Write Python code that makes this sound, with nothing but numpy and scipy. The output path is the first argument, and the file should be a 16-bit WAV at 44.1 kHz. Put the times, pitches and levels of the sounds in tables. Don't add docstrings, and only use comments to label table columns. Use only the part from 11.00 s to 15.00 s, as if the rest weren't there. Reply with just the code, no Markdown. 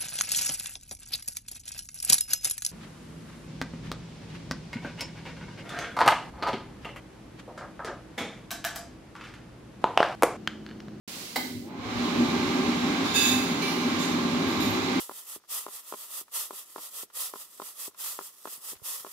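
import sys
import numpy as np
from scipy import signal
from scipy.fft import rfft, irfft
from scipy.io import wavfile
from scipy.ndimage import uniform_filter1d

SR = 44100
rng = np.random.default_rng(int(sys.argv[2]) if len(sys.argv) > 2 else 0)


def gain_from_decibels(decibels):
    exponent = np.asarray(decibels, float) / 20
    return 10 ** exponent


def output_pcm(signal):
    pcm = np.clip(np.atleast_2d(signal).T, -1, 1) * 32767
    wavfile.write(sys.argv[1], SR, np.round(pcm).astype(np.int16))


N = 176400
T, HZ = np.arange(N) / SR, np.fft.rfftfreq(N, 1 / SR)

# time_s, level_db
FLOW = [(.6, -75), (.7, -54.5), (.76, -51.5), (.85, -44.5), (1.04, -38.5), (1.3, -37.5), (2.1, -37.5),
        (3.2, -38.5), (4, -37)]
FULL_FLOW_DB = -38


def evened(x):
    return x / np.sqrt(np.mean(x ** 2) + 1e-20)


def read(points, hz):
    f, value = np.transpose(points)
    return np.interp(np.log(hz + 1), np.log(f + 1), value)


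def curve(points, t, before=-120):
    return np.interp(t, *np.transpose(points), left=before)


def bell(hz, width_hz):
    return 1 / (1 + (2 * (HZ - hz) / width_hz) ** 2)


def lifted(peaks):
    power = sum((gain_from_decibels(lift_db) ** 2 - 1) * bell(hz, width_hz) for hz, width_hz, lift_db in peaks)
    return np.sqrt(1 + power)


def noise(gain, same=None):
    # freq_hz, share
    likeness = [(25, .85), (60, 0.9), (130, 0.98), (290, 0.97), (640, 0.51), (1200, 0.32), (2500, 0.17),
                (5000, 0.07), (15000, 0.11)]
    # freq_hz, lead_rad
    lead = [(100, -0.9), (250, 0.25), (900, 1), (1100, -0.36), (1400, -2.5), (3190, -1), (4820, -3),
            (6290, 2.5)]
    a, b, c, d = rng.standard_normal((len(HZ), 4)).T
    same = np.clip(read(likeness, HZ) if same is None else same, -1, 1)
    left = a + 1j * b
    shared = same * left * np.exp(-1j * read(lead, HZ))
    right = shared + np.sqrt(1 - same ** 2) * (c + 1j * d)
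    return evened(irfft(gain * np.array([left, right]), N))


def slow(top_hz):
    rates_hz = np.geomspace(.5, top_hz, 24)
    return evened(sum(np.sin(2 * np.pi * (f * T + rng.random())) / np.sqrt(f) for f in rates_hz))


def room_tone():
    # freq_hz, density_db
    spectrum = [(40, -22), (110, -12), (220, -2), (420, -9), (700, -14.5), (1790, -14), (4410, -11),
                (15800, -20.5)]
    # time_s, level_db
    phone_gain = [(.08, -51), (.2, -50.5), (.35, -53.5), (.46, -54), (.56, -59.5), (.64, -64), (.68, -66),
                  (.71, -77), (.8, -79)]
    lift_db = 11.5
    return noise(gain_from_decibels(read(spectrum, HZ))) * gain_from_decibels(curve(phone_gain, T, before=phone_gain[0][1]) + lift_db)


def tiles(x):
    # freq_hz, t60_s
    decay = [(300, 0.31), (3000, 0.58), (14000, 0.65)]
    hz, t, z = signal.stft(rng.standard_normal((2, SR)), SR, nperseg=256)
    tail = signal.istft(z * gain_from_decibels(-60 * t / read(decay, hz)[:, None]), SR, nperseg=256)[1]
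    return signal.fftconvolve(x[None], tail / np.linalg.norm(tail[0]), axes=1)[:, :N]


def relay():
    # start_s, level_db
    clacks = [
        (.3585, -31),
        (.361, -29),
        (.365, -28),
        (.369, -33),
        (.379, -39),
    ]
    # freq_hz, level_db, t60_s
    housing = [(646, 2.5, 0.044), (827, 1.5, 0.045), (893, 1.5, 0.033), (1090, -5, .02), (1420, -4, 0.021),
               (1740, 1.5, 0.009), (2106, 5, 0.046), (2200, -15, 0.06), (2866, -10, 0.013),
               (3980, -4, 0.024), (4490, -8, 0.012), (5090, -4.5, 0.0073)]
    spit_hz, spit_db, spit_t60_s = 12600, 0, 0.042
    crack_db, crack_t60_s = 7, .02
    wet_db = 1.5
    t = T[:SR // 2]
    ring = sum(gain_from_decibels(db - 60 * t / t60_s) * np.sin(2 * np.pi * hz * t) * (-1) ** k
               for k, (hz, db, t60_s) in enumerate(housing))
    spit = signal.lfilter(*signal.butter(4, spit_hz, "high", fs=SR), rng.standard_normal(len(t)))
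    spit = spit * gain_from_decibels(spit_db - 60 * t / spit_t60_s)
    crack = signal.lfilter(*signal.butter(1, [600, 6000], "band", fs=SR), rng.standard_normal(len(t)))
    crack = crack * gain_from_decibels(crack_db - 60 * t / crack_t60_s)
    hits = np.zeros(N)
    for start_s, db in clacks:
        hits[round(start_s * SR)] = gain_from_decibels(db)
    direct = signal.fftconvolve(hits, ring + spit + crack)[:N]
    direct = signal.lfilter(*signal.butter(2, 300, "high", fs=SR), direct)
    return direct + gain_from_decibels(wet_db) * tiles(direct)


def rattle(modes, start_s, rise_s, hold_s, t60_s, level_db, cluster_db, rasp_db):
    # freq_hz, density_db
    scrape = [(3500, -7.5), (5000, -5), (7400, -18), (9000, -25), (10500, -10), (11400, -32), (12300, -14),
              (15000, -26)]
    ring_hz, skirt_hz, skirt_db = 6.8, 200, -0.5
    line_db, line_wander_db, line_drift_hz = 1.5, 1.5, 3
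    sharp_gain, skirt_gain = gain_from_decibels(-6) ** 2 / ring_hz, gain_from_decibels(skirt_db + cluster_db) ** 2 / skirt_hz
    power = sum(gain_from_decibels(db) ** 2 * (sharp_gain * bell(hz, ring_hz) ** 2 + skirt_gain * bell(hz, skirt_hz) ** 2)
                for hz, db in modes)
    total = np.sqrt(sum(gain_from_decibels(db) ** 2 for _, db in modes))
    rise = np.clip((T - start_s) / rise_s, 0, 1)
    shape = rise * gain_from_decibels(-60 * np.maximum(T - start_s - rise_s - hold_s, 0) / t60_s)

    live = slice(round(start_s * SR), round((start_s + .8) * SR))
    chance = rng.standard_normal((len(modes), 3, len(T[live])))
    chance = evened(uniform_filter1d(chance, size=1500, axis=2))
    lines = np.zeros((2, N))
    for (hz, db), c in zip(modes, chance):
        phase = 2 * np.pi * np.cumsum(hz + line_drift_hz * c[2]) / SR + 6 * c[:2, :1]
        lines[:, live] += gain_from_decibels(db + line_wander_db * c[:2]) * np.sin(phase)

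    rasp = evened(gain_from_decibels(read(scrape, HZ)) * (HZ > 1200))
    wash = noise(evened(np.sqrt(power)) + gain_from_decibels(rasp_db) * rasp, same=0.28)
    wash = wash * total * gain_from_decibels(-1 + 0.84 * slow(40))
    return (wash + lines * gain_from_decibels(line_db - abs(cluster_db))) * shape * gain_from_decibels(level_db + 6.5)


def pings():
    # start_s, level_db
    knocks = [
        (2.62, -31),
        (2.67, -35),
        (2.80, -37),
        (2.826, -35),
        (2.89, -40),
    ]
    ping_hz, rise_s, t60_s = 2320, .01, .25
    shape = np.zeros(N)
    for start_s, db in knocks:
        since_s = np.maximum(T - start_s, 0)
        shape += np.minimum(since_s / rise_s, 1) * gain_from_decibels(db - 60 * since_s / t60_s)
    return shape * np.sin(2 * np.pi * ping_hz * T + np.array([[0], [.5]]))


def loose_metal():
    # freq_hz, level_db
    tab = [(3600, -42.5), (4800, -53), (6980, -51), (10400, -67)]
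    plate = [(1637, -47), (2315, -52), (2611, -39.5), (3575, -42), (3603, -40), (3632, -42), (3930, -45),
             (4786, -45), (5168, -55), (6207, -47), (6363, -59), (6682, -46), (6973, -39.5), (7239, -49.5),
             (7530, -51), (8366, -53), (8629, -50), (9600, -67), (10287, -52), (10520, -55), (10761, -48.5),
            (12080, -50), (12435, -58), (12941, -48), (13464, -62), (14018, -49), (14912, -55),
            (15606, -56)]
    hook = [(2315, -47.5), (2885, -48), (4199, -48.5), (6200, -51.5), (8400, -60), (10350, -60),
            (13200, -63), (15380, -62)]
    catch = [(3634, -51), (6239, -53.5), (6982, -52.5), (7531, -56), (8600, -58), (10300, -64),
             (12080, -60), (14018, -65)]
    clasp = [(2369, -53), (3580, -53), (3860, -53), (6961, -56), (8705, -64), (9577, -63), (12102, -55.5),
             (14030, -66)]
    # start_s, rise_s, hold_s, t60_s, level_db
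    rattles = [
        (2.033, 0.033, 0.087, 0.26, -1.5),
        (2.134, 0.03, 0.11, 0.81, 0.5),
        (2.614, 0.0089, 0.068, 1, 0.5),
        (2.98, 0.021, 0.039, 0.63, 4.5),
        (3.46, .02, .05, 0.45, -3.5),
        (3.593, 0.017, 0.048, 0.6, 4),
        (2.79, .015, 0.031, 0.48, -6.5),
    ]
    # cluster_db, rasp_db
    mixes = [(3, 2), (1.5, -7.5), (-8, 5), (10.5, 1.5), (10, -8), (3.5, -3), (-2, 8)]
    parts = [tab, plate, hook, catch, clasp, clasp, hook]
    lean_db = -1
    metal = sum(rattle(part, *row, *mix) for part, row, mix in zip(parts, rattles, mixes)) + pings()
    return metal * gain_from_decibels(lean_db / 2 * np.array([[1], [-1]]))


def buffet():
    # time_s, level_db
    gusts = [(.4, -62), (.6, -47), (.7, -65), (.8, -47), (.9, -47), (.97, -39), (1.04, -47), (1.12, -53.5),
             (1.18, -37.5), (1.31, -42), (1.55, -44), (2.5, -47), (3.4, -49), (3.83, -39), (4, -53.5)]
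    room_hz, width_hz, slope_db_per_oct = 105.4, 10.6, 10
    steeper = np.where(HZ > room_hz, 3, 1)
    slope = gain_from_decibels(-slope_db_per_oct * abs(np.log2((HZ + 1) / room_hz)) * steeper)
    slope = slope / np.sqrt(1 + (50 / (HZ + 1)) ** 8)
    return noise(slope * lifted([(room_hz, width_hz, 8)])) * gain_from_decibels(curve(gusts, T) + 2 * slow(16))


def whine():
    # time_s, pitch_hz, level_db
    glide = [(.61, 740, -75), (.64, 780, -59), (.71, 869, -57), (.745, 830, -51), (.78, 830, -68)]
    time_s, pitch_hz, db = np.transpose(glide)
    turns = np.cumsum(np.interp(T, time_s, pitch_hz) * (1 + .01 * slow(41))) / SR
    return np.sqrt(2) * np.sin(2 * np.pi * turns) * gain_from_decibels(np.interp(T, time_s, db, left=-120, right=-120))


def fan():
    # shaft_multiple, level_db
    orders = [(16, -50.5), (18, -55), (24, -52)]
    shaft_hz, start_s, spin_s, waver = 48.93, .5, .12, 0.00307
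    flow_share, wander_db = .8, 2.5
    speed = 1 - np.exp(-np.maximum(T - start_s, 0) / spin_s)
    turns = np.cumsum(shaft_hz * speed * (1 + waver * slow(8))) / SR
    tones = np.zeros((2, N))
    for k, db in orders:
        phase = 2 * np.pi * round(k) * turns + rng.uniform(0, 1.0, (2, 1))
        tones += gain_from_decibels(db + wander_db * slow(8.1)) * 1.97 * np.sin(phase)
    return tones * gain_from_decibels(flow_share * (curve(FLOW, T, before=-160) - FULL_FLOW_DB))


def hum():
    # time_s, level_db
    drive = [(0.37, -50), (0.59, -35), (0.73, -56.5), (1.05, -24), (1.14, -35.5), (1.23, -17), (1.3, -38),
             (1.34, -24), (1.37, -29.5), (2.04, -33), (2.11, -58), (2.28, -28), (2.68, -38.5), (2.87, -21),
             (2.9, -37.5), (3.73, -34.5), (3.79, -41), (4.0, -35)]
    panel_hz, drift_hz, wander_db, lead_rad = 242.9, 4.06, 0.5, .25
    turns = np.cumsum(panel_hz + drift_hz * slow(25.27)) / SR
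    note = np.sqrt(2) * np.sin(2 * np.pi * turns - np.array([[0], [lead_rad]]))
    return note * gain_from_decibels(curve(drive, T) - 2.5 + wander_db * slow(30))


def drone():
    # time_s, level_db
    effort = [(0.37, -41.5), (0.82, -40), (1.23, -24), (1.27, -28.5), (2.06, -28), (2.09, -33.5),
              (2.25, -31), (3.67, -27), (3.84, -31.5), (4.0, -26)]
    # freq_hz, density_db
    spectrum = [(76, -66), (130, -13.5), (253, -2), (333, -5.5), (383, -8.5), (477, -22.5), (600, -13),
                (780, -29), (1320, -120)]
    # freq_hz, width_hz, lift_db
    casing = [(169, 10.3, 10), (247, 13, 6.5), (266, 43, 6.5), (325.6, 31, 3), (378.7, 29, 7),
              (408.7, 14, 9)]
    base_db = read(spectrum, HZ) - 30 * np.log2(np.maximum(HZ / 600, 1))
    return noise(gain_from_decibels(base_db) * lifted(casing)) * gain_from_decibels(curve(effort, T) + 0.31 * slow(26))


def jet():
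    # freq_hz, density_db
    spectrum = [(240, -50), (400, -4.5), (654, -12), (1050, -6), (1810, -12), (2040, -13.5), (2650, -12.5),
                (3780, -15.5), (15800, -28.5)]
    # freq_hz, width_hz, lift_db
    duct = [(701, 18, 7.5), (822, 32, 6.5), (1053, 20, 8), (1240, 230, 3), (1603, 40, 6.5), (2064, 59, 9),
            (2303, 170, 7), (3940, 640, 6)]
    jet_db, step_hz, step_db = 6, 7600, -6.5
    dull_per_oct = 0.19
    base_db = read(spectrum, HZ) - 24 * np.log2(np.maximum(400 / (HZ + 1), 1))
    base_db = base_db + step_db / (1 + np.exp(np.clip((step_hz - HZ) / 80, -50, 50)))
    hz, t, z = signal.stft(noise(gain_from_decibels(base_db) * lifted(duct)), SR, nperseg=512, noverlap=384)
    patches = rng.standard_normal((len(t), len(hz))).T
    patches = uniform_filter1d(patches, size=6, axis=0)
    patches = evened(uniform_filter1d(patches, size=24, axis=1))
    flow_db = curve(FLOW, t, before=-71)
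    octaves = np.log2(np.maximum(hz, 500) / 1000)[:, None]
    dull_db = np.minimum(flow_db - FULL_FLOW_DB, 0) * dull_per_oct * octaves
    z = z * gain_from_decibels(flow_db + jet_db + dull_db + 0.21 * patches)
    return signal.istft(z, SR, nperseg=512, noverlap=384)[1][:, :N] * gain_from_decibels(0.47 * slow(30))


def scene():
    room = room_tone() + buffet() + relay() + loose_metal()
    dryer = whine() + fan() + hum() + drone() + jet()
    return room + dryer


def top_cut(x):
    return signal.sosfilt(signal.butter(12, 16350, fs=SR, output="sos"), x)


def record(dry):
    # freq_hz, level_db
    lean = [(130, 1), (290, -1.1), (640, 0.5), (1410, 0), (3100, -7.5), (5500, -7), (9000, -1), (15000, 5)]
    open_s, edge_hz = .0765, 15810
    half_db = read(lean, HZ) / 2
    mix = irfft(rfft(dry) * gain_from_decibels(np.array([half_db, -half_db])) * (HZ < edge_hz), N)
    mix = mix * np.clip((T - open_s) / 0.001, 0, 1)
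    return top_cut(mix)


dry = scene()
out = record(dry)
output_pcm(out)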